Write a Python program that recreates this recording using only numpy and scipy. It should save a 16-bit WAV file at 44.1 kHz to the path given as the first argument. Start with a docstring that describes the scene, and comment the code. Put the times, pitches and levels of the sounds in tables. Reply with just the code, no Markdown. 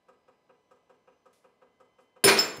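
"""A workshop, where a hydraulic press shears a steel bolt. Over faint room tone the drive gives a thin,
rising whine and the pump knocks quietly. The strained bolt ticks twice, then snaps: a crack, ringing
steel and a boom of the press frame, and the unloaded fixture slams back. The freed plate clinks, ticks
and starts to land. Contacts are bursts of shaped noise, ringing parts are decaying sine modes.
The room rings on and a limiter holds the peaks down."""
import sys
import numpy as np
from scipy import signal
from scipy.fft import rfft, irfft
from scipy.io import wavfile
from scipy.ndimage import uniform_filter1d, minimum_filter1d

SR = 44100
rng = np.random.default_rng(int(sys.argv[2]) if len(sys.argv) > 2 else 0)


def int16_out(signal):
    """Quantize to a 16-bit WAV file."""
    q = np.round(np.clip(np.atleast_2d(signal).T, -1, 1) * 32767)
    wavfile.write(sys.argv[1], SR, q.astype(np.int16))


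N = 114660
CONTACT_RISE_S = .0002


def undb(db):
    """Decibels to gain."""
    return 10 ** (np.asarray(db) / 20)


def since(start):
    """Seconds since a moment, zero before it."""
    return np.maximum(np.arange(N) / SR - start, 0)


def at_hz(points, hz):
    """Read a table on a log-frequency axis."""
    freqs, values = np.array(points, float).T
    return np.interp(np.log(np.maximum(hz, 1)), np.log(freqs), values)


def noise(colour):
    """Noise of unit level with the given spectrum."""
    eq = undb(at_hz(colour, np.fft.rfftfreq(N, 1 / SR)))
    x = irfft(rfft(rng.standard_normal(N)) * eq, N)
    return x / x.std()


def fade(t, t60):
    """Exponential decay by 60 dB in t60."""
    return np.exp(-np.log(1000) * t / t60)


def drift(count):
    """Slow wander: a line through random values spread over the scene."""
    return np.interp(np.arange(N), np.linspace(0, N, count), rng.standard_normal(count))


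def repeat(sound, times, dbs):
    """Trigger one sound at each time, at its own level."""
    return sum(undb(db) * np.pad(sound, (int(s * SR), 0))[:N] for s, db in zip(times, dbs))


def bursts(hits, colour):
    """Dense chatter of contacts: noise with an attack, hold and release per hit."""
    envelope = np.zeros(N)
    for start, db, hold, t60 in hits:
        attack = 1 - np.exp(-since(start) / CONTACT_RISE_S)
        envelope += undb(db) * attack * fade(since(start + hold), t60)
    return noise(colour) * envelope


def ring(modes, start, db, rise=CONTACT_RISE_S, hold=0):
    """Modes of a struck part at random phases, held while the push lasts, then decaying."""
    t, released = since(start), since(start + hold)
    tones = sum(undb(db + mode_db) * fade(released, t60) * np.sin(2 * np.pi * (hz * t + rng.random()))
                for hz, mode_db, t60 in modes)
    attack = 1 - np.exp(-t / rise)
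    return tones * attack * (t < 1)


# Room tone EQ (frequency [Hz], gain [dB])
ROOM_TONE_EQ = [(15, -58), (25, -15), (190, -9), (301, -8.5), (503, -6.5), (607, -6.5), (1260, -14),
                (1440, -26.5), (1610, -14.5), (1890, -27.5), (2050, -19), (7710, -35.5), (16000, -45.5)]

def room_tone():
    """A faint, steady bed of workshop noise."""
    return undb(-72.5) * noise(ROOM_TONE_EQ)


# Drive pitch curve (time [s], pitch [Hz])
WHINE_PITCH = [(0, 1000), (.5, 998), (0.999, 1011), (1.499, 1013), (2.199, 1022), (2.6, 1022)]
# Steadier harmonics (harmonic number, start level [dB], end level [dB])
WHINE_HARMONICS = [(1, -82, -86), (2, -88, -81), (4, -93, -103), (7, -108, -106), (8, -101, -105)]
# Swelling harmonics (time [s], third [dB], fifth [dB], sixth [dB])
WHINE_SWELLS = [(0, -96, -98, -108), (.2, -95, -92, -106), (.45, -95, -93, -100), (.65, -91, -104, -92),
                (.95, -90, -104, -96), (1.2, -92, -94, -90), (1.55, -91, -102, -108), (2.0, -82, -96, -92),
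                (2.2, -81, -102, -101)]

def drive_whine(wander=.00092, waver_db=1.5):
    """The drive's thin whine creeps upward while its harmonics swell in turn."""
    t = since(0)
    hz = np.interp(t, *np.array(WHINE_PITCH).T) * (1 + wander * drift(count=40))
    phase = 2 * np.pi * np.cumsum(hz) / SR
    levels = [(k, np.linspace(first, last, N) + waver_db * drift(count=8))
              for k, first, last in WHINE_HARMONICS]
    times, *swells = np.array(WHINE_SWELLS).T
    levels += [(k, np.interp(t, times, swell)) for k, swell in zip((3, 5, 6), swells)]
    return np.sqrt(2) * sum(undb(db) * np.sin(k * phase) for k, db in levels)


# Pump cues (time [s], knock [dB], clack [dB], chink [dB], valve tick [dB])
PUMP_STROKES = [(0.0838, -49.5, -56.5, -67, -77), (0.2794, -52, -62, -68, -82),
                (0.4928, -51, -63.5, -65, -92), (0.7092, -51.5, -57.5, -70, -76),
                (.895, -50, -66, -69.5, -80), (1.074, -50.5, -63, -64, -87), (1.2559, -51, -57.5, -73, -77),
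                (1.4414, -51, -64, -65.5, -82), (1.617, -50, -62.5, -69, -88),
                (1.8002, -51, -57.5, -78, -76.5), (1.9843, -52, -63, -67, -81),
                (2.1601, -50.5, -62, -66.5, -83)]
# Ring of the pump body, linkage, valve and low room modes (frequency [Hz], level [dB], t60 [s])
PUMP_MODES = [(400, -9, .07), (510, 0, .07), (750, -15, .06), (850, -17, .06), (1610, -19, .08)]
CLACK_MODES = [(1204, -1.2, 0.078), (1272, -0.8, 0.045)]
CHINK_MODES = [(2430, -3, .05), (2560, -7, .05), (2800, -5, .07)]
VALVE_MODES = [(5350, -3, .08), (6650, -4, .06), (7600, 0, .08), (7760, -3, .07)]
ROOM_MODES = [(182, -19, .4), (255, -17, .4), (427, -13, .3), (500, -13, .25), (528, -16, .25)]
# Boxy knock and bright valve tick (frequency [Hz], gain [dB])
KNOCK_EQ = [(60, -30), (170, -17), (300, -17), (450, -2), (620, -10), (720, -4), (950, -1), (1400, -7),
            (2000, -15), (2700, -21), (3800, -28), (9000, -48)]
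VALVE_EQ = [(1500, -20), (3000, -2), (6500, -1), (9500, -4), (12000, -12), (16000, -20)]

def pump(hold=.017):
    """Each stroke knocks the body, rattles the linkage and ticks the valve; a wall throws it back."""
    def pushed(modes, db, rise=.002):
        return ring(modes, 0, db, rise, hold)

    times, knock_db, clack_db, chink_db, valve_db = np.array(PUMP_STROKES).T
    knock = pushed(PUMP_MODES, db=-5) + bursts([(0, -12.5, hold, .06)], KNOCK_EQ)
    valve = pushed(VALVE_MODES, db=-7) + bursts([(0, -1.5, .0077, .11)], VALVE_EQ)
    clacks = repeat(pushed(CLACK_MODES, db=-2.5), times, clack_db)
    chinks = repeat(pushed(CHINK_MODES, db=-6.5), times, chink_db)
    direct = repeat(knock, times, knock_db) + clacks + chinks + repeat(valve, times, valve_db)
    wall_echo = repeat(direct, times=[.046], dbs=[-10.5])
    room_boom = repeat(pushed(ROOM_MODES, db=-5, rise=.01), times, knock_db)
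    return direct + wall_echo + room_boom


# Strain cues (time [s], level [dB], hold [s], t60 [s])
STRAIN_HITS = [(1.329, -70, .008, 0.45), (2.003, -77, .004, 0.22)]
# Thin tick EQ (frequency [Hz], gain [dB])
STRAIN_EQ = [(300, -25), (1500, 2), (4000, 2), (6500, 1.5), (11000, 0), (15500, -16)]

def bolt_strain():
    """The loaded bolt ticks before it gives."""
    return bursts(STRAIN_HITS, STRAIN_EQ)


# Fixture cues (time [s], level [dB], hold [s], t60 [s], clang level [dB])
SLAM_HITS = [(2.2394, -22, 0.0079, 0.42, -31), (2.276, -23.5, 0.0053, 0.057, -23),
             (2.282, -17, 0.011, 0.096, -26.5), (2.322, -35, .002, 0.23, -51),
             (2.373, -29, .0086, 0.32, -50)]
# Full-bodied slam EQ (frequency [Hz], gain [dB])
SLAM_EQ = [(30, -32), (65, -30), (110, -19), (170, -10), (260, -5), (450, 3), (750, -1), (1100, -.5),
           (2400, -1), (3300, -4), (5000, -3), (6500, -12.5), (9000, -19), (15500, -26)]

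def fixture_slams():
    """The unloaded fixture strikes the press in heavy blows."""
    return bursts([hit[:-1] for hit in SLAM_HITS], SLAM_EQ)


# Midrange clang (frequency [Hz], level [dB], t60 [s])
FIXTURE_MODES = [(956, -5, .35), (1042, 2, .18), (1065, -5, .3), (1301, -9, .35), (1587, 5, .1),
                 (1607, -8, .35), (2030, -9, .35), (2229, -5, .25), (2414, 1, .5), (2449, -3, .45)]

def fixture_clang():
    """Each blow sets the fixture ringing."""
    return sum(ring(FIXTURE_MODES, start, clang_db) for start, *_, clang_db in SLAM_HITS)


# Fracture and glancing touches (time [s], level [dB], hold [s], t60 [s])
CRACK_HITS = [(2.2409, -19, 0.0061, 0.038), (2.388, -38, 0.0015, 0.013), (2.474, -45, 0.0049, 0.034),
              (2.567, -48.5, .0064, .024)]
# Sharp crack EQ (frequency [Hz], gain [dB])
CRACK_EQ = [(100, -25), (1000, -9), (3700, 10), (6000, -7), (8500, 0.5), (12500, 3.5), (15500, 1)]

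def steel_cracks():
    """The bolt fractures, then steel glances off steel in lighter ticks."""
    return bursts(CRACK_HITS, CRACK_EQ)


# High bolt ping and low frame boom (frequency [Hz], level [dB], t60 [s])
BOLT_MODES = [(7200, -12, .15), (9551, -7, .28), (9620, 0, .08), (9932, -9, .12), (10360, -21, .45),
              (11255, -15, .22), (12340, -17, .12), (13930, -21, .2), (14680, -18, .1), (15440, -17, .16)]
FRAME_MODES = [(120, -27, .4), (172, -19, .4), (322, -17, .7), (350, -13, .4), (380, -3, .18),
               (392, 0, .33), (425, -14, .6), (447, -12, .6), (496, -13, .7)]

def snap_ring(start=2.2412):
    """The snapped bolt pings and the released frame booms with a softer attack."""
    return ring(BOLT_MODES, start, db=-10.5) + ring(FRAME_MODES, start, db=-10.5, rise=.0055)


# Recoil and plate landing (time [s], level [dB], hold [s], t60 [s])
THUMP_HITS = [(2.2415, -21, .008, .08), (2.581, -41, .02, .15)]
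# Dark thump EQ (frequency [Hz], gain [dB])
THUMP_EQ = [(30, -24), (70, -15), (110, -4), (190, 0), (400, -4), (700, -15), (3000, -38)]

def bed_thumps():
    """The press bed takes two dull blows."""
    return bursts(THUMP_HITS, THUMP_EQ)


# Plate cues (time [s], level [dB])
CLINK_HITS = [(2.2441, -14), (2.389, -13)]
# Bright plate ring (frequency [Hz], level [dB], t60 [s])
PLATE_MODES = [(5238, 0, .16), (5222, -23, .8), (6498, -35, 1.0), (7245, -19, .48), (7263, -17, .45),
               (10365, -36, .45), (11252, -37, .35), (13940, -20, .14), (15440, -28, .2)]

def plate_clinks():
    """The loose plate rings at each knock."""
    return sum(ring(PLATE_MODES, start, db) for start, db in CLINK_HITS)


# Reverb decay before scaling by t60_share (frequency [Hz], t60 [s])
REVERB_DECAY = [(100, 1), (400, 0.74), (1000, 0.77), (2500, 0.59), (5000, 0.43), (9000, 0.35),
                (15000, 0.47)]

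def room_response(t60_share, build_s, bass_cut_hz=146):
    """Diffuse workshop tail that builds up, is thin in the bass and dies sooner in the treble."""
    t, freqs = since(0), np.fft.rfftfreq(N, 1 / SR)
    spectrum = rfft(rng.standard_normal(N)) * freqs ** 2 / np.hypot(freqs ** 2, bass_cut_hz ** 2)
    centres = np.geomspace(60, 16000, 10)
    tail = np.zeros(N)
    for hz, weights in zip(centres, np.eye(len(centres))):
        band = irfft(spectrum * np.interp(freqs, centres, weights), N)
        tail += band * fade(t, t60_share * at_hz(REVERB_DECAY, hz))
    tail *= 1 - np.exp(-t / build_s)
    return tail / np.sqrt(np.sum(tail ** 2))


def in_room(x, room, wet_db):
    """Direct sound plus reverb."""
    return x + undb(wet_db) * signal.fftconvolve(x, room)[:N]


def scene():
    """Mono mix: a short reverb on the pump, a longer one on the impacts and ringing steel."""
    long_room = room_response(t60_share=.82, build_s=.017)
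    short_room = room_response(t60_share=.45, build_s=.01)
    press = drive_whine() + in_room(pump(), short_room, wet_db=-8)
    impacts = bolt_strain() + fixture_slams() + steel_cracks() + bed_thumps()
    ringing = fixture_clang() + snap_ring() + plate_clinks()
    shear = in_room(impacts, long_room, wet_db=-8) + in_room(ringing, long_room, wet_db=-14)
    return (room_tone() + press + shear)[None]


def record(dry, limit_db=-4.5, hold_s=.0015, release_db_per_s=258, ceiling_db=-7.8):
    """A limiter ducks each peak and recovers steadily; a soft clip follows, and rumble and top are cut."""
    high_cut = signal.ellip(10, .2, 80, 15650, fs=SR, output="sos")
    low_cut = signal.butter(2, 60, "high", fs=SR, output="sos")
    x, span = signal.sosfilt(high_cut, dry), int(hold_s * SR)
    over_db = np.maximum(20 * np.log10(np.abs(x) + 1e-9) - limit_db, 0)
    recovery_db = release_db_per_s * since(0)
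    gain = undb(recovery_db - np.maximum.accumulate(over_db + recovery_db, axis=-1))
    limited = x * uniform_filter1d(minimum_filter1d(gain, span), span)
    rounded = limited / (1 + (limited / undb(ceiling_db)) ** 4) ** .25
    return signal.sosfilt(high_cut, signal.sosfilt(low_cut, rounded))


dry = scene()
out = record(dry)
int16_out(out)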